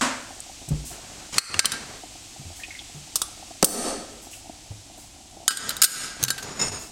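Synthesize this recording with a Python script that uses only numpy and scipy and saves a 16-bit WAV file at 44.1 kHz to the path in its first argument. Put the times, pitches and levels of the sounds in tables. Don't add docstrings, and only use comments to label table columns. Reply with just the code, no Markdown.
import sys
import numpy as np
from scipy import signal
from scipy.fft import rfft, irfft
from scipy.io import wavfile
from scipy.ndimage import uniform_filter1d

SR = 44100
rng = np.random.default_rng(int(sys.argv[2]) if len(sys.argv) > 2 else 0)


def wav_record(signal):
    frames = np.transpose(np.atleast_2d(signal))
    bounded = np.clip(frames, -1, 1)
    quanta = np.round(bounded * 32767).astype(np.int16)
    wavfile.write(sys.argv[1], SR, quanta)


N = 304731
TIME = np.arange(N) / SR
T = TIME[:SR // 2]


def amp(db):
    return 10 ** (np.asarray(db) / 20)


def unit(x):
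    return x / np.sqrt(np.mean(x ** 2) + 1e-20)


def value_at(points, hz):
    f, value = np.transpose(points)
    return np.interp(np.log(hz + 1), np.log(f + 1), value)


def add(mix, s, sound):
    part = mix[max(round(s * SR), 0):][:len(sound)]
    part += sound[:len(part)]


def noise(spectrum, size, tilt_db=0):
    hz = np.fft.rfftfreq(size, 1 / SR)
    octaves = np.log2(np.maximum(hz, 1000))
    gain = amp(value_at(spectrum, hz) + tilt_db * octaves)
    return unit(irfft(rfft(rng.standard_normal(size)) * gain, size))


# t/s, level/dB
HISS_ENVELOPE = [(0, -44), (3.5, -44.5), (5.3, -49.5), (6.9, -48)]
# f/Hz, level/dB
HISS_SPECTRUM = [(900, -7.5), (1700, -8.5), (2600, -2), (4500, -1), (6500, 0.5), (8200, 0), (9700, -10),
                 (12000, -15), (16000, -26)]
RUMBLE_SPECTRUM = [(12, -39), (20, 4.5), (70, 5.5), (135, -0.5), (176, -2.5), (321, 2.5), (445, -18.5),
                   (720, -1.5), (943, -11), (1170, -20), (2000, -32.5), (2600, -47), (4400, -120)]
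HUM_TONES = [(50, -60.5), (100, -63.5), (10718, -66.5)]

def boiler():
    hiss = amp(np.interp(TIME, *np.transpose(HISS_ENVELOPE))) * noise(HISS_SPECTRUM, N)
    hum = sum(amp(db) * np.sqrt(2) * np.sin(2 * np.pi * hz * TIME) for hz, db in HUM_TONES)
    return hiss + hum + amp(-53) * noise(RUMBLE_SPECTRUM, N)


# f/Hz, T60/s, level/dB
ROOM_BANDS = [(80, 0.81, 9), (163, 0.46, -3.5), (250, 0.8, 11), (326, 0.81, 2.5), (520, 0.91, 2),
              (990, 0.67, 3), (1540, 0.89, 2), (2940, 0.73, -1), (8150, 0.57, -0.5), (11200, 0.42, 0),
              (16000, 0.23, 0)]

def room_decay(x):
    hz, t, bands = signal.stft(x, SR, nperseg=256)
    t60 = value_at([row[:2] for row in ROOM_BANDS], hz)[:, None]
    return signal.istft(bands * np.exp(-np.log(1000) * t / t60), SR, nperseg=256)[1][:len(x)]


def kitchen(x):
    reflections = noise([(hz, db) for hz, _, db in ROOM_BANDS], SR)
    tail = room_decay(reflections) * (1 - np.exp(-TIME[:SR] / 0.0009))
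    return signal.fftconvolve(x, tail / np.linalg.norm(tail))[:N]


# f/Hz, level/dB
CLATTER_SPECTRUM = [(35, -51), (60, -32), (108, -24), (139, -10.5), (189, -25), (238, 1), (408, -21),
                    (579, -10.5), (767, -13.5), (991, -7), (1140, -9.5), (1660, -11.5), (3670, -19.5),
                    (7940, -17.5), (16000, -48)]

def opening_clatter(level_db=-19, fade_s=0.46):
    out = np.zeros(N)
    tail = room_decay(noise(CLATTER_SPECTRUM, SR))
    add(out, 0.011, amp(level_db) * tail * np.exp(-TIME[:SR] / fade_s))
    return out


# t/s, level/dB
LARGE_BUBBLES = [(.305, -40.5), (.496, -40.5), (.615, -40), (.908, -43), (2.035, -35.5), (2.151, -41.5),
                 (2.361, -39.5), (3.426, -41), (3.507, -39.5), (4.268, -38.5), (4.495, -36.5), (4.983, -42),
                 (5.369, -39)]
# f/Hz, level/dB
BUBBLE_SPECTRUM = [(100, -30), (320, -1.5), (470, -24), (640, -3.5), (740, 3.5), (860, -8.5), (1100, -28),
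                   (2500, -43), (16000, -70)]

def simmer(small_per_s=34, small_db=-49.5, spread_db=3, decay_s=0.0032):
    out, t = np.zeros(N), T[:4096]
    draws = rng.random((round(small_per_s * N / SR), 2))
    small = [(when * N / SR, small_db + spread_db * (3 * size ** 2 - 1)) for when, size in draws]
    pulse = t / decay_s * np.exp(1 - t / decay_s)
    for s, db in [*LARGE_BUBBLES, *small]:
        add(out, s, amp(db) * noise(BUBBLE_SPECTRUM, len(t)) * pulse)
    return out


def damped_blows(rows, rise_s, skirt_db, tone_db):
    out = np.zeros(N)
    for s, db, hz, decay in rows:
        band = [(hz / 8, 2 * skirt_db), (hz / 2, skirt_db), (hz, 0),
                (hz * 2, skirt_db), (hz * 64, 7 * skirt_db)]
        body = unit(noise(band, len(T)) + amp(tone_db) * np.sin(2 * np.pi * hz * T))
        add(out, s, amp(db) * body * np.exp(-T / decay) * (1 - np.exp(-T / rise_s)))
    return out


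# t/s, level/dB, f/Hz, decay/s
CLINKS = [(0.403, -20, 8000, 0.0023), (2.598, -41.5, 1840, 0.027), (2.634, -28, 2520, 0.01),
          (2.706, -39, 2157, 0.033), (2.75, -38, 2090, 0.018), (2.791, -29, 3350, 0.0088),
          (4.332, -36.5, 2690, 0.012)]

def clinks():
    return damped_blows(CLINKS, rise_s=0.00056, skirt_db=-35, tone_db=1)


# t/s, level/dB, f/Hz, decay/s
STEPS = [(.68, -27, 132, 0.013), (.705, -18, 148.7, 0.038), (.725, -25.5, 55.4, 0.047),
         (1.545, -36.5, 96, 0.072), (2.392, -34.5, 137, .027), (2.45, -30, 88, 0.028),
         (2.945, -35, 145.7, 0.043), (4.703, -28, 102.6, 0.024), (6.225, -25.5, 132.4, 0.031),
         (6.67, -35.5, 98.3, 0.1)]

def footsteps():
    return damped_blows(STEPS, rise_s=0.0054, skirt_db=-8.5, tone_db=10)


def ring(modes, scatter_db=2.5, detune=0):
    hz, db, t60 = np.transpose(modes)[:, :, None]
    weight = amp(db + scatter_db * rng.standard_normal(hz.shape))
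    hz = hz * (1 + detune * rng.standard_normal(hz.shape))
    waves = np.sin(2 * np.pi * (hz * T + rng.random(hz.shape))) * np.exp(-np.log(1000) * T / t60)
    return (weight * waves).sum(0) / np.sqrt(np.sum(weight ** 2) / 2)


def strikes(rows, spectrum, modes, spot_db):
    out = np.zeros(N)
    for s, db, decay, tilt_db, hz, ring_db in rows:
        spot = amp(spot_db) * np.sqrt(2) * np.sin(2 * np.pi * hz * T)
        crack = (noise(spectrum, len(T), tilt_db) + spot) / np.hypot(1, amp(spot_db))
        blow = crack * np.exp(-T / decay) + amp(ring_db) * ring(modes, detune=0.0021)
        add(out, s, amp(db) * blow * (1 - np.exp(-T / 0.0001)))
    return out


# t/s, level/dB, decay/s, tilt/(dB/octave), spot f/Hz, ring level/dB
CLANKS = [(0.688, -30, .0059, 11, 7930, -24), (1.342, -25, 0.0042, -1, 3090, -27),
          (1.3822, 16, 0.0038, 0.5, 4290, -28), (1.542, -15, 0.0041, -5.5, 2770, -35),
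          (1.5923, 11, 0.0038, -1.5, 4400, -17.5), (1.646, -13, 0.014, -8.5, 4240, -27),
          (1.656, -0.5, 0.0029, 5.5, 3080, -17), (1.719, -16.5, 0.0043, 5, 3800, -5.5),
          (1.736, -28, 0.0051, -15, 1410, -6), (5.4798, 18.5, 0.0023, -2, 6920, -8.5),
          (5.506, -4.5, 0.015, -6, 8440, -20), (5.5714, -10.5, 0.0034, -3, 8140, -2.5),
          (5.6925, -16, 0.0035, 2.5, 4030, -16), (5.705, -22, 0.0058, -3, 1410, -19),
          (5.7668, -22.5, .0028, 6, 3720, -9), (5.8178, 1, .0023, 9, 4920, -3),
          (5.822, 20.5, 0.0037, -1, 6850, -15), (5.834, 14, .0062, 1, 9730, -14.5),
          (5.8411, 16, 0.0067, -0.5, 8630, -23), (6.2279, -17.5, 0.0053, 0, 6480, -16),
          (6.2378, 2, 0.0019, 0.5, 6330, -25), (6.2475, -13, 0.0039, -6, 6200, -13),
          (6.2818, -18.5, 0.008, -5.5, 4450, -10), (6.3041, -11, 0.0033, -4, 4340, -8),
          (6.3795, -29.5, 0.02, -6, 1542, -9), (6.427, -32, 0.013, -4, 6500, -14)]
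# f/Hz, level/dB
FULL_SPECTRUM = [(100, -28), (240, -13.5), (500, -21), (950, -18), (1300, -6.5), (1800, -6), (2400, -5),
                 (3300, -5), (4500, 0), (6500, -5), (8500, -3.5), (10500, -12), (16000, -27)]
EMPTY_SPECTRUM = [(100, -28), (240, -15), (500, -23.5), (1000, -21), (1520, -3), (2100, -10.5), (3000, -4),
                  (4400, 2), (6000, -1), (8400, 1.5), (10500, -3), (13000, -1.5), (16000, -10.5)]
# f/Hz, level/dB, T60/s
HANDLE_MODES = [(1321, -6, 0.11), (1487, -5, 0.085), (1589.5, -1.5, .15), (2997, -16.5, 0.17),
                (3890, 0, 0.075), (4440, -11, 0.11), (4960, -9.5, 0.19), (6660, -3, 0.036), (7210, -2, 0.1),
                (8300, 4.5, 0.04), (8620, -5, 0.049), (9700, -9, 0.072), (10600, 1.5, .06),
                (11900, -11, .06)]

def handle(spot_db=-3.5):
    emptied_s = BANG[0]
    full = strikes([row for row in CLANKS if row[0] < emptied_s], FULL_SPECTRUM, HANDLE_MODES, spot_db)
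    empty = strikes([row for row in CLANKS if row[0] > emptied_s], EMPTY_SPECTRUM, HANDLE_MODES, spot_db)
    return full + empty


# t/s, level/dB, duration/s
BRUSHES = [(0.85, -39, 0.14), (2.557, -46, 0.11), (4.217, -46.5, 0.089), (4.308, -43.5, .12),
           (4.972, -48.5, 0.14), (6.788, -45, 0.14)]
# f/Hz, level/dB
CLOTH_SPECTRUM = [(500, -25), (4500, -13.5), (7800, 0), (10000, -7), (15000, -16)]

def brushes(skew=0.4):
    out = np.zeros(N)
    for s, db, length in BRUSHES:
        size = round(length * SR)
        swell = np.sin(np.pi * np.linspace(0, 1, size) ** skew)
        add(out, s, amp(db) * noise(CLOTH_SPECTRUM, size) * swell)
    return out


# t/s, duration/s, level/dB, drop over the stroke/dB, tilt/(dB/octave), ring level/dB
STROKES = [(0.909, 0.35, -46.5, 1, -2, -15), (1.322, 0.072, -38.5, -9, 0.5, -8),
           (1.492, 0.49, -38, 7.5, -3, -21), (5.528, 0.32, -32, 16, -2, -5),
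           (5.852, 0.35, -31, 18.5, 0, -11), (6.189, 0.25, -38, 11, 0, -14),
           (6.42, .17, -38, 1.5, -2.5, -6), (6.592, 0.087, -27, 7.5, -2.5, 4.5),
           (6.714, 0.16, -34, 15, -3, 1)]
# f/Hz, level/dB
GRIND_SPECTRUM = [(30, -2), (130, 8.5), (300, 6.5), (700, 1.5), (1400, 2), (2400, 0), (3300, -2.5),
                  (5500, 0), (8500, -4), (11000, -13), (16000, -35)]
# f/Hz, level/dB, T60/s
CLAMPED_MODES = [(1550, -21, .1), (2132, -14, 0.29), (2660, -7.5, 0.091), (3740, -12, 0.09),
                 (4883, -7.5, .14), (5180, -1, 0.048), (5330, 2.5, 0.051), (5740, -5, 0.086),
                 (6580, 0, .07), (6780, -5, 0.11), (6944, 2, 0.17), (8240, -9, 0.12), (8730, -7, 0.11),
                 (10230, -13.5, 0.16), (13100, -14, 0.055)]

def turning(slips_per_s=2600, rise_s=0.0064, release_s=0.03):
    out = np.zeros(N)
    for s, length, db, drop_db, tilt_db, ring_db in STROKES:
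        t = np.arange(0, length + 5 * release_s, 1 / SR)
        force = np.interp(t, [0, rise_s], [0, 1]) * amp(db - drop_db * np.minimum(t / length, 1))
        force *= np.exp(-np.maximum(t - length, 0) / release_s)
        size = len(t) + len(T) - 1
        slips = rng.exponential(1, size) * (rng.random(size) < slips_per_s / SR)
        grip = unit(signal.fftconvolve(slips, np.exp(-T / 0.011), "valid"))
        ringing = unit(signal.fftconvolve(slips, ring(CLAMPED_MODES), "valid"))
        grind = grip * noise(GRIND_SPECTRUM, len(t), tilt_db)
        add(out, s, force * (grind + amp(ring_db) * ringing))
    return out


# t/s, level/dB, decay/s, tilt/(dB/octave), spot f/Hz, ring level/dB
KNOCKS = [(3.1565, -12.5, 0.007, -0.9, 8600, -26.5), (3.2175, -15, 0.0046, -3, 8150, -9),
          (3.627, 16.5, 0.0023, -4.5, 4900, -26), (3.6445, 22, 0.005, 4.5, 8690, -33)]
# t/s, level/dB, decay/s
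BANG = (3.627, 14.15, 0.0038)
# f/Hz, level/dB
RIM_SPECTRUM = [(100, -12), (600, -15), (950, -15), (1300, -3.5), (1850, -32), (2700, -9.5), (3900, -3),
                (5200, 2), (6500, 0), (8500, 2.5), (10500, -2), (16000, -9)]
THUD_SPECTRUM = [(40, -6), (100, -20), (170, -5), (330, 2), (430, -1), (560, 5.5), (800, 2), (1050, 4),
                 (1450, -1), (2100, -7), (3000, -10), (5000, -24), (16000, -33)]
# f/Hz, level/dB, T60/s
RIM_MODES = [(1160, -8, 0.15), (1280, -4, 0.068), (3420, 4, 0.061), (3800, 11, 0.052), (5330, -3, 0.098),
             (5730, -5, 0.11), (7460, -12, .15), (8200, 5, 0.11), (9900, -8, 0.12), (10300, -1, 0.14),
             (11000, -15, 0.13)]
BOX_MODES = [(170, -1.5, .06), (234, -3.5, 0.065), (300, 0, 0.057), (413, -3, 0.052), (527, 0.5, 0.065),
             (702, -7, 0.032), (930, -11, 0.042), (1324, -8.5, 0.052), (1495, -13, .05)]

def knock_box(thud_db=-4, hollow_db=-1, damping_s=0.046):
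    out = strikes(KNOCKS, RIM_SPECTRUM, RIM_MODES, spot_db=-9.5)
    s, db, decay = BANG
    burst = rng.standard_normal(len(T)) * np.exp(-T / decay)
    magnitude = amp(value_at(THUD_SPECTRUM, np.fft.rfftfreq(len(T), 1 / SR)))
    phase = np.angle(rfft(burst))
    thud = irfft(magnitude * np.exp(1j * phase), len(T)) * np.exp(-T / damping_s)
    thud *= np.linalg.norm(burst) / np.linalg.norm(thud)
    hollow = sum((-1) ** k * amp(mode_db) * np.cos(2 * np.pi * hz * T) * np.exp(-np.log(1000) * T / t60)
                 for k, (hz, mode_db, t60) in enumerate(BOX_MODES)) / 2
    add(out, s, amp(db) * (amp(thud_db) * thud + amp(hollow_db) * hollow))
    return out


def scene():
    machine = handle() + turning()
    counter = knock_box() + clinks()
    floor = footsteps()
    room = kitchen(amp(-21) * machine + amp(-14) * counter + amp(-17.5) * floor)
    return (machine + counter + floor + room + opening_clatter() + simmer() + brushes() + boiler())[None]


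def record(dry, threshold_db=-11, cut_per_db=0.88, recovery_db_per_s=114, ceiling=0.9, cutoff_hz=16200):
    power_db = 10 * np.log10(abs(uniform_filter1d(dry[0] ** 2, size=64)) + 1e-12)
    cut_db = cut_per_db * np.maximum(power_db - threshold_db, 0)
    recovery_db = TIME * recovery_db_per_s
    held_db = np.maximum.accumulate(cut_db + recovery_db) - recovery_db
    gain = amp(-uniform_filter1d(held_db, size=24))
    limited = np.clip(dry * gain, -ceiling, ceiling)
    low_pass = signal.firwin(255, cutoff_hz, window=("kaiser", 9), fs=SR)
    return signal.oaconvolve(limited, low_pass[None], "same")


dry = scene()
out = record(dry)
wav_record(out)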